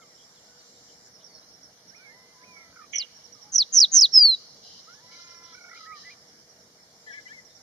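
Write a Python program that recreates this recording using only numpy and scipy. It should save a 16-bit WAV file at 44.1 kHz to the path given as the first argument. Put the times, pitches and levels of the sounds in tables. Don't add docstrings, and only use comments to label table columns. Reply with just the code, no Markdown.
import sys
import numpy as np
from scipy import signal
from scipy.fft import rfft, irfft, next_fast_len
from scipy.io import wavfile
from scipy.ndimage import uniform_filter1d, map_coordinates

SR = 44100
rng = np.random.default_rng(int(sys.argv[2]) if len(sys.argv) > 2 else 0)


def makeup_ratio(level_db):
    decades = np.asarray(level_db, float) / 20
    return 10 ** decades


def output_pcm(signal):
    pcm = np.clip(np.atleast_2d(signal).T, -1, 1) * 32767
    wavfile.write(sys.argv[1], SR, np.round(pcm).astype(np.int16))


N = 336042

BUZZ_DEPTH_HZ = 370
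BUZZ_FADE_S = .003


def unit(x):
    return x / np.sqrt(np.mean(x ** 2) + 1e-20)


def along(points, hz, order=1):
    table = np.transpose(points)
    return np.interp(np.log(hz + 1), np.log(table[0] + 1), table[order])


def curves(rows):
    s, *cols = np.transpose(rows)
    return [np.interp(np.arange(N) / SR, s, c) for c in cols]


def note(rows):
    s, *cols = np.transpose(rows)
    t = np.arange(max(s[0], 0), s[-1], 1 / SR)
    return round(t[0] * SR), t, [np.interp(t, s, c) for c in cols]


def add(mix, start, x, pan_db=0, lag=0):
    for side, (late, sign) in enumerate(((max(lag, 0), 1), (max(-lag, 0), -1))):
        part = mix[side, start + late:][:len(x)]
        part += makeup_ratio(sign * pan_db / 2) * x[:len(part)]


def phase(hz):
    return 2 * np.pi * np.cumsum(hz) / SR


def wobble(rate, size=N):
    knots = rng.standard_normal(int(N * rate / SR) + 4)
    return map_coordinates(knots, [np.arange(size) * rate / SR], order=2)


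def filtered(x, response):
    m = next_fast_len(N + 8192)
    return irfft(rfft(x, m) * response(np.fft.rfftfreq(m, 1 / SR)), m)[..., :N]


def syllable(s, db, whistle_s, buzz_s, swell_db):
    start, fall_s = s - whistle_s, .061 + .0004 * db
    end_db = -22.5 + 400 * buzz_s
    buzz = []
    for before, level in ((buzz_s, -24.5), (buzz_s / 2, end_db - 5), (BUZZ_FADE_S, end_db)):
        buzz.append((start - before, 6108 + 12000 * before, level, BUZZ_DEPTH_HZ))
    whistle_hz, sink_hz_per_s = 6054, 36000
    turn_s = .021 - .56 * whistle_s
    low_hz = whistle_hz - sink_hz_per_s * (whistle_s - turn_s)
    whistle = [(start, whistle_hz, -0.5, 0), (s - turn_s, low_hz, swell_db, 0)]
    flick = [(s - .4 * turn_s, 5780, -5 + swell_db / 2, 0), (s, 6250, -28, 0)]
    # share of its length, pitch in Hz, level in dB.
    fall_shape = [(.04, 6650, -16.5), (.125, 5790, -0.5), (.29, 5078, 0), (.82, 3838, -1),
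                  (.9, 3500, -10.5), (1, 3164, -19.5)]
    fall = [(s + share * fall_s, hz, level, 0) for share, hz, level in fall_shape]
    return np.add(buzz + whistle + flick + fall, [0, 0, db, 0])


def syrinx(rows, buzz_hz=168, dip=.76):
    # time in seconds, length in seconds, depth 0-1.
    catches = [(2.955, .005, 0.4), (2.970, .003, 1), (2.977, .004, .85), (2.997, .007, 0.4),
               (3.556, .004, 0.95), (3.568, .004, 0.5), (3.597, .005, 0.8), (3.779, .004, 0.2),
               (3.813, .003, 0.5), (3.988, .005, 0.17), (4.017, .004, 0.4), (4.17, .005, 0.85),
               (4.185, .01, 0)]
    # time in seconds, length in seconds, gain in dB.
    surges = [(2.959, 0.012, 4), (2.984, 0.0094, 9.5), (3.559, 0.016, 4.5), (3.584, 0.0053, 4),
              (3.79, .008, 3.5), (3.847, 0.017, 2), (4.257, 0.044, 0)]
    start, t, (hz, db, depth_hz) = note(rows)
    share = depth_hz / BUZZ_DEPTH_HZ
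    stop = 0
    if depth_hz.any():
        stop = t[np.flatnonzero(depth_hz > 1)[-1]]
    else:
        hz = uniform_filter1d(hz, size=700, mode="nearest")
    swing = 2 * np.pi * buzz_hz * (t - stop + BUZZ_FADE_S) + 0.67 * wobble(120, len(t))
    shake = np.cos(swing)
    sung_hz = hz + depth_hz * shake
    turn = phase(sung_hz + 8 * wobble(250, len(t)))
    lean = np.clip(-0.44 + 17 * (stop - t), -.8, .8) * np.clip(share, 0, 1)
    level = makeup_ratio(db + 0.52 * wobble(330, len(t)))
    level = level * (1 - dip * np.clip(share, 0, 1) * ((1 + shake) / 2) ** 2)
    level = level * (1 + lean * np.sin(swing))
    level = level * np.clip(np.minimum(t - t[0], t[-1] - t) / .002, 0, 1)
    for s, length, depth in catches:
        level = level * (1 - np.clip(depth, 0, 1) * np.exp(-(2 * (t - s) / length) ** 2))
    for s, length, gain_db in surges:
        level = level * makeup_ratio(gain_db * np.exp(-(2 * (t - s) / length) ** 2))
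    return start, sung_hz, turn, level, share


def bunting():
    # break in seconds, level in dB, whistle and buzz lengths in seconds, swell in dB.
    syllables = [
        (2.979, -17, 0.022, 0.037, 1.5),
        (3.576, -4.5, 0.021, 0.036, -2.5),
        (3.797, 0, .027, 0.048, -1.5),
        (4.0046, 0, 0.03, 0.059, -2.5),
    ]
    # time in seconds, pitch in Hz, level in dB.
    glide = [(4.12, 5670, -47.5), (4.14, 5390, -18.5), (4.164, 5203, -10), (4.21, 4840, -12.5),
             (4.25, 4526, -12), (4.29, 4240, -16), (4.349, 3937, -21.5), (4.355, 3680, -50)]
    # multiple of the pitch, level in dB.
    overtones = [(2, -45), (3, -46)]
    # Hz, left in dB, right in dB, left lead in radians.
    path = [(3500, -14, -12, 0.49), (4050, -12, -9, .45), (4500, -9.5, -9, 0.39), (4650, -7.5, -13, -0.43),
            (5260, -10, -5.5, .05), (5770, -12, -6, -0.37), (6300, -9, -3, 1.8), (6600, -4.5, -10.5, 0.35)]
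    # Hz, level in dB.
    beak = [(7500, -10), (8500, -5), (9500, -8), (11000, -2.5), (13500, -4.5), (15500, -10)]
    # delay in seconds, left then right.
    echo_s = [
        [9 / 4640],
        [14.5 / 4640],
    ]
    echo_db = [[-10], [-4.5]]

    def near_surface(hz):
        band = np.exp(-((hz - 4800) / 400) ** 2 - 2j * np.pi * hz * np.array(echo_s))
        return 1 + makeup_ratio(echo_db) * band

    closing = np.pad(np.add(glide, [0, 0, 12]), ((0, 0), (0, 1)))
    tone, over = np.zeros((2, 2, N))
    for rows in [syllable(*row) for row in syllables] + [closing]:
        start, sung_hz, turn, level, share = syrinx(rows)
        size = len(turn)
        ports = [along(path, sung_hz, order=k) for k in (1, 2, 3)]
        left_db, right_db, lead = uniform_filter1d(ports, size=45, mode="nearest")
        pair = np.sin([turn + lead / 2, turn - lead / 2])
        tone[:, start:start + size] += level * makeup_ratio([left_db, right_db]) * pair
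        for k, k_db in overtones:
            edge_db = k_db + 6 * share + 2.6 * wobble(200, size)
            add(over, start, makeup_ratio(edge_db - 10.5) * level * np.sin(k * turn), pan_db=9.0)
    tone = filtered(tone, near_surface)
    over = filtered(over, lambda hz: makeup_ratio(along(beak, hz)))
    scatter = makeup_ratio(2.0) * twigs(over, t60=.05) + makeup_ratio(-14.0) * twigs(tone, t60=0.063)
    return tone + over + scatter + makeup_ratio(-31.5) * hillside(tone)


def whistlers():
    # seconds from the top, pitch in Hz, level in dB.
    swoop = [(-.07, 1447, -20), (-.025, 1676, -8), (-.01, 2250, -1.5), (0, 2480, -10.5), (.11, 2206, 0.5),
             (.21, 1983, -6), (.25, 1914, -19)]
    # time in seconds, level in dB, pitch ratio.
    swoop_calls = [
        (1.96, -55, 0.99),
        (2.452, -55.5, 1.02),
    ]
    # seconds from the start, pitch in Hz, level in dB.
    pipe = [(0, 1747, -13), (.022, 2015, -2.5), (.062, 2013, -0.5), (.081, 2480, -10), (.104, 2330, -12),
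            (.111, 2310, -21)]
    # time in seconds, level in dB, pitch ratio.
    pipe_calls = [
        (5.688, -45.5, 0.98),
        (5.853, -42, 0.97),
        (6.032, -42, 0.99),
    ]
    # time in seconds, pitch in Hz, level in dB.
    flourish = [(7.255, 1987, -57), (7.270, 2005, -42.5), (7.283, 2060, -58), (7.292, 1616, -62),
                (7.322, 1780, -45), (7.335, 2250, -55), (7.365, 2110, -59), (7.390, 2013, -49),
                (7.410, 1914, -64)]
    # time in seconds, pitch in Hz, level in dB.
    churr = [
        [(7.062, 1700, -63), (7.078, 1745, -52), (7.105, 1740, -49), (7.125, 1606, -54), (7.145, 1730, -53.5),
         (7.19, 1710, -50), (7.21, 1680, -66)],
        [(7.065, 2020, -58), (7.098, 1970, -51), (7.118, 1846, -54), (7.14, 2020, -55), (7.178, 2050, -49.5),
         (7.205, 2030, -55)],
        [(7.128, 2200, -52), (7.142, 2280, -54), (7.18, 2220, -55), (7.205, 2200, -63)],
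    ]
    # time and length in seconds, first and last Hz, peak in dB.
    slurs = [(0, 0.037, 1366, 1275, -52.5), (.03, 0.058, 1214, 1150, -59.5), (0.01, 0.03, 3700, 2900, -61),
             (0.424, .025, 2340, 2170, -70), (.48, .1, 1490, 1500, -66.5), (1.417, .04, 3850, 4200, -58),
             (2.602, .075, 2000, 1770, -67), (5.11, .05, 2200, 2287, -57.5), (5.296, .04, 1840, 1848, -68),
             (5.12, .11, 3940, 4234, -58), (7.03, .03, 3780, 4050, -67.5),
             (0.019, 0.043, 2160, 2050, -57.5), (0.098, 0.052, 2100, 1840, -62.5),
             (0.343, 0.054, 3920, 3000, -63), (0.582, 0.036, 5000, 4330, -53),
             (1.279, 0.11, 4660, 4240, -55), (3.352, 0.073, 1270, 1090, -62), (3.43, 0.14, 834, 841, -62.5),
             (3.528, 0.12, 850, 1090, -67), (5.022, 0.11, 4050, 3930, -64),
             (5.026, 0.094, 5200, 4500, -63.5), (5.238, .04, 6550, 6530, -53),
             (6.017, 0.025, 6560, 6600, -62), (6.905, 0.045, 4480, 4240, -67),
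             (7.277, 0.052, 2900, 3500, -58.5), (7.282, 0.022, 2350, 2330, -55),
             (7.504, 0.064, 3730, 3540, -63.5)]
    # left-right in dB, samples left lags, gain in dB.
    seats = [(-11, 10, 3), (-3, 1, 0), (7, -10, 7), (7, -10, 7), (-3, 2, 0)]

    def calls(shape, events):
        return [np.multiply(shape, [1, ratio, 1]) + [s, 0, db] for s, db, ratio in events]

    tweets, peak = [], 0.37
    for s, length, first_hz, last_hz, db in slurs:
        top = (s + peak * length, first_hz + peak * (last_hz - first_hz), db)
        tweets.append([(s, first_hz, db - 3), top, (s + length, last_hz, db - 6)])
    birds = [(calls(swoop, swoop_calls), .4, 0), (calls(pipe, pipe_calls), .4, .2),
             ([flourish], .4, 0), (churr, .9, 0), (tweets, .9, 0)]
    mix = np.zeros((2, N))
    for (notes, far, burr), (pan_db, lag, gain_db) in zip(birds, seats):
        for rows in notes:
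            start, t, (hz, db) = note(rows)
            smooth_hz = uniform_filter1d(hz, 200, mode="nearest")
            level = makeup_ratio(db + gain_db + far * 3.5 * wobble(90, len(t)))
            level = level * (1 + burr * np.sin(2 * np.pi * 290 * t))
            tone = np.sin(phase(smooth_hz * (1 + far * .012 * wobble(70, len(t)))))
            add(mix, start, level * tone, pan_db, lag)
    return mix


def chipper():
    # time in seconds, peak in dB.
    chips = [(0.149, -48.5), (0.2394, -53), (1.252, -43.5), (5.269, -51), (5.368, -45), (5.455, -57),
             (6.175, -53), (1.1416, -42.5), (1.236, -45), (1.3396, -42.5), (1.538, -45), (1.632, -44.5),
             (1.882, -44.5), (1.959, -45.5), (3.1536, -43.5), (3.241, -40.5), (3.328, -38), (3.4167, -43),
             (4.8314, -46.5), (4.928, -44), (5.211, -47), (5.3, -43), (5.349, -45.5), (5.437, -41.5),
             (5.5297, -43.5), (5.6104, -47), (5.695, -47.5), (6.2754, -49), (6.496, -45.5), (6.591, -46.5),
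             (7.1174, -43), (7.21, -47), (7.454, -43), (7.553, -42)]
    second_s, second_db = .042, -14
    t, mix = np.arange(0, .036, 1 / SR), np.zeros((2, N))
    along_chip = t / t[-1]
    for s, db in list(chips) + [(s + second_s, db + second_db) for s, db in chips]:
        hz = 5760 * rng.normal(1, .006) * (1 - .15 * along_chip ** 1.9)
        hz = hz + 45 * wobble(300, len(t))
        level = makeup_ratio(db - 8.5 + 2.8 * wobble(150, len(t))) * np.sin(np.pi * along_chip ** 0.64)
        add(mix, round((s - .005) * SR), level * np.sin(phase(hz)), pan_db=-12.5)
    return makeup_ratio(-2.0) * (mix + makeup_ratio(-4) * twigs(mix, t60=0.11))


def wail(mix):
    # time in seconds, pitch in Hz, level in dB, brightness in dB per octave.
    wails = [
        [(1.95, 584.4, -79, 3), (2.0, 728, -68.5, 1.5), (2.09, 859, -67, 5), (2.17, 1008, -67, -1),
         (2.33, 1029, -77, 9), (2.365, 1010, -61.5, -15), (2.535, 1008, -63, -14), (2.58, 1008, -70, 3),
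         (2.73, 995, -79.5, 5.5)],
        [(4.76, 503, -67, -5), (4.85, 575, -63, -13), (4.89, 650, -54.5, -2.5), (4.96, 833, -67, -1),
         (4.99, 868, -64, 0), (5.01, 976, -68, -6), (5.17, 1037, -66.5, 2.5), (5.51, 1015, -61.5, -8),
         (5.545, 990, -64, -1)],
    ]
    # time in seconds, undertone level in dB.
    splits = [
        (2.539, -4.5),
        (5.07, -6),
    ]
    # thirds of the pitch, level in dB.
    orders = [(3, 3), (4, 10), (5, 5), (6, 4.5), (7, 4), (9, -9), (12, -10)]
    # Hz, level in dB.
    wail_throat = [(600, -22), (850, -9), (1020, -1), (1300, 3), (1700, -3), (2080, 3), (2400, -1),
                   (3300, -6), (3700, -30)]
    for rows, (split_s, split_db) in zip(wails, splits):
        start, t, (hz, db, bright_db) = note(rows)
        under_db = np.interp(t - split_s, [-.03, .03], [-30, split_db])
        beads = .55 * np.sin(phase(40 + 7 * wobble(18.0, len(t))))
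        under_db = under_db + 20 * np.log10(1 + beads)
        crack_hz = 3 + .004 * SR * np.abs(np.gradient(hz))
        turn = phase(hz + crack_hz * wobble(46.0, len(t))) / 3
        for k, k_db in orders:
            level_db = db + k_db + bright_db * np.log2(k / 3) + along(wail_throat, k * hz / 3)
            level_db = level_db + under_db * (k % 3 > 0) + 2.4 * wobble(50, len(t))
            add(mix, start, makeup_ratio(level_db) * np.sin(k * turn))


def croak(mix):
    # time in seconds, pitch in Hz, level in dB, rasp 0-1.
    croaks = [
        [(2.73, 760, -69, 0.75), (2.80, 648, -48.5, 0.7), (2.85, 583, -55, 0.6), (2.89, 535, -88, 1)],
        [(5.545, 726, -58, 0.9), (5.74, 695, -53, 1), (5.83, 649, -54, 0.75), (5.93, 630, -43.5, 0),
         (5.985, 583, -52, 0.36), (6.02, 600, -69, 0.9), (6.2, 574, -71, 0.98)],
    ]
    # rasp factor, upper band in dB.
    croak_throats = [
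        (1.5, -9),
        (.8, 0),
    ]
    for rows, (hoarse, band_db) in zip(croaks, croak_throats):
        start, t, (hz, db, rasp) = note(rows)
        rough = np.clip(rasp, 0, 1)
        upper_db = np.minimum(-58 - db, 0)
        scatter_hz = hoarse * 22 * rough * wobble(261.2, len(t))
        turn = phase(hz + 8 * wobble(58.8, len(t)) + scatter_hz)
        beat = 1 + .75 * rough * np.sin(phase(42 + 10 * wobble(20, len(t))))
        beat = beat * makeup_ratio((.8 + 2 * rasp) * wobble(150, len(t)))
        bands = np.sin(2 * turn) + makeup_ratio(upper_db + band_db) * np.sin(3.12 * turn)
        add(mix, start, makeup_ratio(db) * beat * bands)


def fowl():
    mix = np.zeros((2, N))
    wail(mix)
    croak(mix)
    return np.array([np.roll(mix[0], 6), makeup_ratio(4.5) * mix[1]])


def rattler():
    # time and length in seconds, low and high Hz, level in dB.
    rattles = [
        (2.930, .064, 2220, 3120, -30.5),
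        (2.990, .068, 2830, 2990, -43),
        (2.990, .045, 2150, 2400, -47),
    ]
    # left-right in dB, steady part under the pulses, pulses a second, swell in dB a second.
    rattle_seats = [
        (-11, .14, 225, -110),
        (-11, .4, 215, 40),
        (-11, .2, 215, -60),
    ]
    mix = np.zeros((2, N))
    for (s, length, low_hz, high_hz, db), (pan_db, steady, rate, swell_db) in zip(rattles, rattle_seats):
        t = np.arange(0, length, 1 / SR)
        shape = np.clip(np.minimum(t / .007, (length - t) / (.3 * length)), 0, 1) * makeup_ratio(swell_db * t)
        for hz, lag, gain in ((low_hz, 0, 1), (high_hz, 1.1, 0.77)):
            pulse = steady + np.sin(phase(rate + 10 * wobble(90, len(t))) / 2 + lag) ** 4
            pulse = pulse * makeup_ratio(1.9 * wobble(156, len(t)))
            band = np.sin(phase(hz + 75 * wobble(250, len(t))))
            add(mix, round(s * SR), makeup_ratio(db) * shape * gain * pulse * band, pan_db, lag=9)
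    return mix


def mutterer():
    # time and length in seconds, centre in Hz, scatter in Hz, level in dB.
    mutters = [(.17, .08, 3250, 200, -61), (.74, .06, 3800, 110, -64), (.88, .04, 3100, 120, -64),
               (1.19, .06, 3550, 300, -61), (2.8, .04, 1830, 60, -63), (2.81, .06, 2350, 130, -62),
               (4.63, .17, 3050, 130, -60), (5.43, .13, 3350, 300, -59), (7.06, .15, 3350, 250, -61)]
    mix = np.zeros((2, N))
    for s, length, hz, scatter_hz, db in mutters:
        t = np.arange(0, length, 1 / SR)
        level = makeup_ratio(db + 1.7 * wobble(210, len(t))) * np.abs(np.sin(np.pi * t / length)) ** .5
        voice = np.sin(phase(hz + scatter_hz * wobble(440, len(t))))
        add(mix, round(s * SR), level * voice, pan_db=-4.5)
    return mix


def scolder():
    # time in seconds, length in seconds, level in dB.
    scolds = [(4.615, 0.21, -50.5), (4.821, 0.15, -59), (5.099, 0.16, -51), (5.253, 0.11, -53.5),
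              (5.423, 0.16, -57.5), (5.733, 0.15, -51), (5.942, 0.093, -49.5), (6.013, 0.14, -52.5),
              (7.044, 0.33, -61.5)]
    # centre in Hz, width in Hz, level in dB.
    scold_throat = [(3000, 220, -10), (4050, 200, -2), (5020, 260, 1), (5750, 220, -6), (6350, 300, -13),
                    (4500, 2500, -8)]

    def throat(hz):
        bands = sum(makeup_ratio(db) / (1 + (2 * (hz - c) / w) ** 2) for c, w, db in scold_throat)
        return (hz > 2700) * (hz < 7200) * bands

    gate, now = np.zeros(N), np.arange(N) / SR
    for s, length, db in scolds:
        gate += makeup_ratio(db) * np.clip(np.minimum((now - s) / 0.023, (s + length - now) / 0.022), 0, 1)
    return gate * unit(filtered(rng.standard_normal((2, N)), throat))


def ticks():
    # time in seconds, peak in dB.
    tick_times = [(3.785, -48.5), (4.178, -46.5), (4.395, -52.5), (4.546, -53.5), (7.066, -56)]
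    mix, t = np.zeros((2, N)), np.arange(100) / SR
    for s, db in tick_times:
        add(mix, round(s * SR), makeup_ratio(db - 60 * t / .002) * rng.standard_normal(len(t)))
    return filtered(mix, lambda hz: hz / (hz + 900))


def cricket(rate=85):
    # time in seconds, level in dB, pitch in Hz.
    trill = [(0, -64.5, 7150), (.95, -61, 7150), (1.08, -58, 7030), (1.11, -89.5, 7000), (4.3, -82, 7110),
             (7.0, -68, 7110), (7.08, -63.5, 7110), (7.62, -68, 7110)]
    level_db, hz = curves(trill)
    strokes = .5 + np.sin(phase(rate + 3 * wobble(4)) / 2) ** 2
    turn = phase(hz + 30 * wobble(100))
    return makeup_ratio(level_db + wobble(14)) * unit(strokes * np.sin([turn, turn + 2.0]))


def rush(spectrum, patchy_db):
    # Hz, side over middle in dB.
    width = [(60, -27.5), (120, -37.5), (230, -31), (450, -14), (870, -6), (1690, 1.5), (3310, 0.5),
             (6450, 1.5)]
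    # Hz, left-right in dB.
    tilt = [(60, -2.5), (150, 1), (390, -1), (990, -0.5), (2530, -1.5), (6450, -1.5)]
    z = signal.stft(rng.standard_normal((2, N)), nperseg=512)[2]
    field = uniform_filter1d(uniform_filter1d(rng.standard_normal(z.shape[1:]), 5, 0), 10, 1)
    pair = signal.istft(z * makeup_ratio(patchy_db * unit(field)), nperseg=512)[1][:, :N]
    mid, side = filtered(pair, lambda hz: makeup_ratio(along(spectrum, hz) + [0 * hz, along(width, hz)]))
    both = np.array([mid + side, mid - side])
    both = filtered(both, lambda hz: makeup_ratio(along(tilt, hz) * [[.5], [-.5]]))
    return both / np.std(both.mean(0))


def far_insects():
    # time in seconds, level in dB.
    chorus = [(0, -83), (.8, -77), (.85, -63), (1.07, -60), (1.15, -63.5), (2.9, -70.5), (4.4, -66.5),
              (6.2, -65), (6.9, -69), (7.62, -65)]
    # Hz, level in dB per Hz.
    insect_bands = [(4300, -57), (4800, -15), (5300, 0.5), (5700, -5.5), (6100, -5), (6500, -70.5)]
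    level_db, = curves(chorus)
    shimmer = makeup_ratio(level_db + 0.5 + 1.5 * wobble(14)) * rush(insect_bands, patchy_db=5.0)
    now = np.arange(N) / SR
    strokes = np.sin(phase(112 + 3 * wobble(10)) / 2) ** 4 / .52
    return shimmer * np.where((now > .82) & (now < 1.07), strokes, 1)


def leaves():
    # time in seconds, strength in the leaves in dB.
    breeze = [(0, -69), (.85, -67), (1.15, -71), (2.9, -67.5), (4.4, -65), (6.9, -70.5), (7.62, -69.5)]
    # Hz, level in dB per Hz.
    leaf_bands = [(2300, -89.5), (2740, -16), (2990, -16), (3780, -12.5), (4220, -8), (4810, -7.5),
                  (5510, -2.5), (6900, -13.5), (7300, -17.5), (7600, -34.5), (8000, -88)]
    level_db, = curves(breeze)
    return makeup_ratio(level_db + 7.5) * rush(leaf_bands, patchy_db=2.0)


def valley():
    # Hz, level in dB per Hz.
    hum_bands = [(15, -47.5), (25, -22), (43, -14), (100, -4.5), (185, 0), (380, -7), (479, -1.5),
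                 (539, -6), (629, -2), (1000, -10.5), (1980, -12), (2400, -16.5), (2560, -28.5),
                 (3000, -86.5)]
    # Hz, level in dB per Hz.
    hiss_bands = [(7400, -72), (8000, 1.5), (8600, 0.5), (12000, -2.5), (14500, -6.5), (15800, -20.5)]
    hum = makeup_ratio(-62) * rush(hum_bands, patchy_db=1.8)
    engine = makeup_ratio(-70 + 2.6 * wobble(11)) * np.sin(phase(484 + 9 * wobble(27)))
    hiss = makeup_ratio(-74.5) * rush(hiss_bands, patchy_db=0.5)
    return hum + engine + hiss


def twigs(x, t60):
    t = np.arange(2000) / SR
    taps = rng.standard_normal((2, len(t))) * makeup_ratio(-60 * t / t60) * (t > .001)
    return signal.fftconvolve(x, taps / np.linalg.norm(taps[0]), axes=1)[:, :N]


def hillside(x):
    # Hz, t60 in seconds.
    slope = [(2000, 1), (4500, 1), (7000, 0.7)]
    hz, t, z = signal.stft(rng.standard_normal((2, 30000)), SR, nperseg=256)
    tail = signal.istft(z * makeup_ratio(-60 * t / along(slope, hz)[:, None]), SR, nperseg=256)[1]
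    return signal.fftconvolve(x, tail / np.linalg.norm(tail[0]), axes=1)[:, :N]


def scene():
    far = whistlers() + chipper() + fowl() + rattler() + mutterer() + scolder()
    air = makeup_ratio(-10) * twigs(far, t60=.06) + makeup_ratio(-20) * hillside(far)
    return bunting() + far + air + ticks() + cricket() + far_insects() + leaves() + valley()


def band_limit(x):
    return signal.sosfilt(signal.butter(12, 15720, fs=SR, output="sos"), x)


def record(dry):
    def gaps(hz):
        low_gap = 1 - .96 / (1 + ((hz - 2620) / 85) ** 4)
        high_gap = 1 - .95 / (1 + ((hz - 7750) / 330) ** 4)
        return low_gap * high_gap

    return band_limit(filtered(dry, gaps))


dry = scene()
out = record(dry)
output_pcm(out)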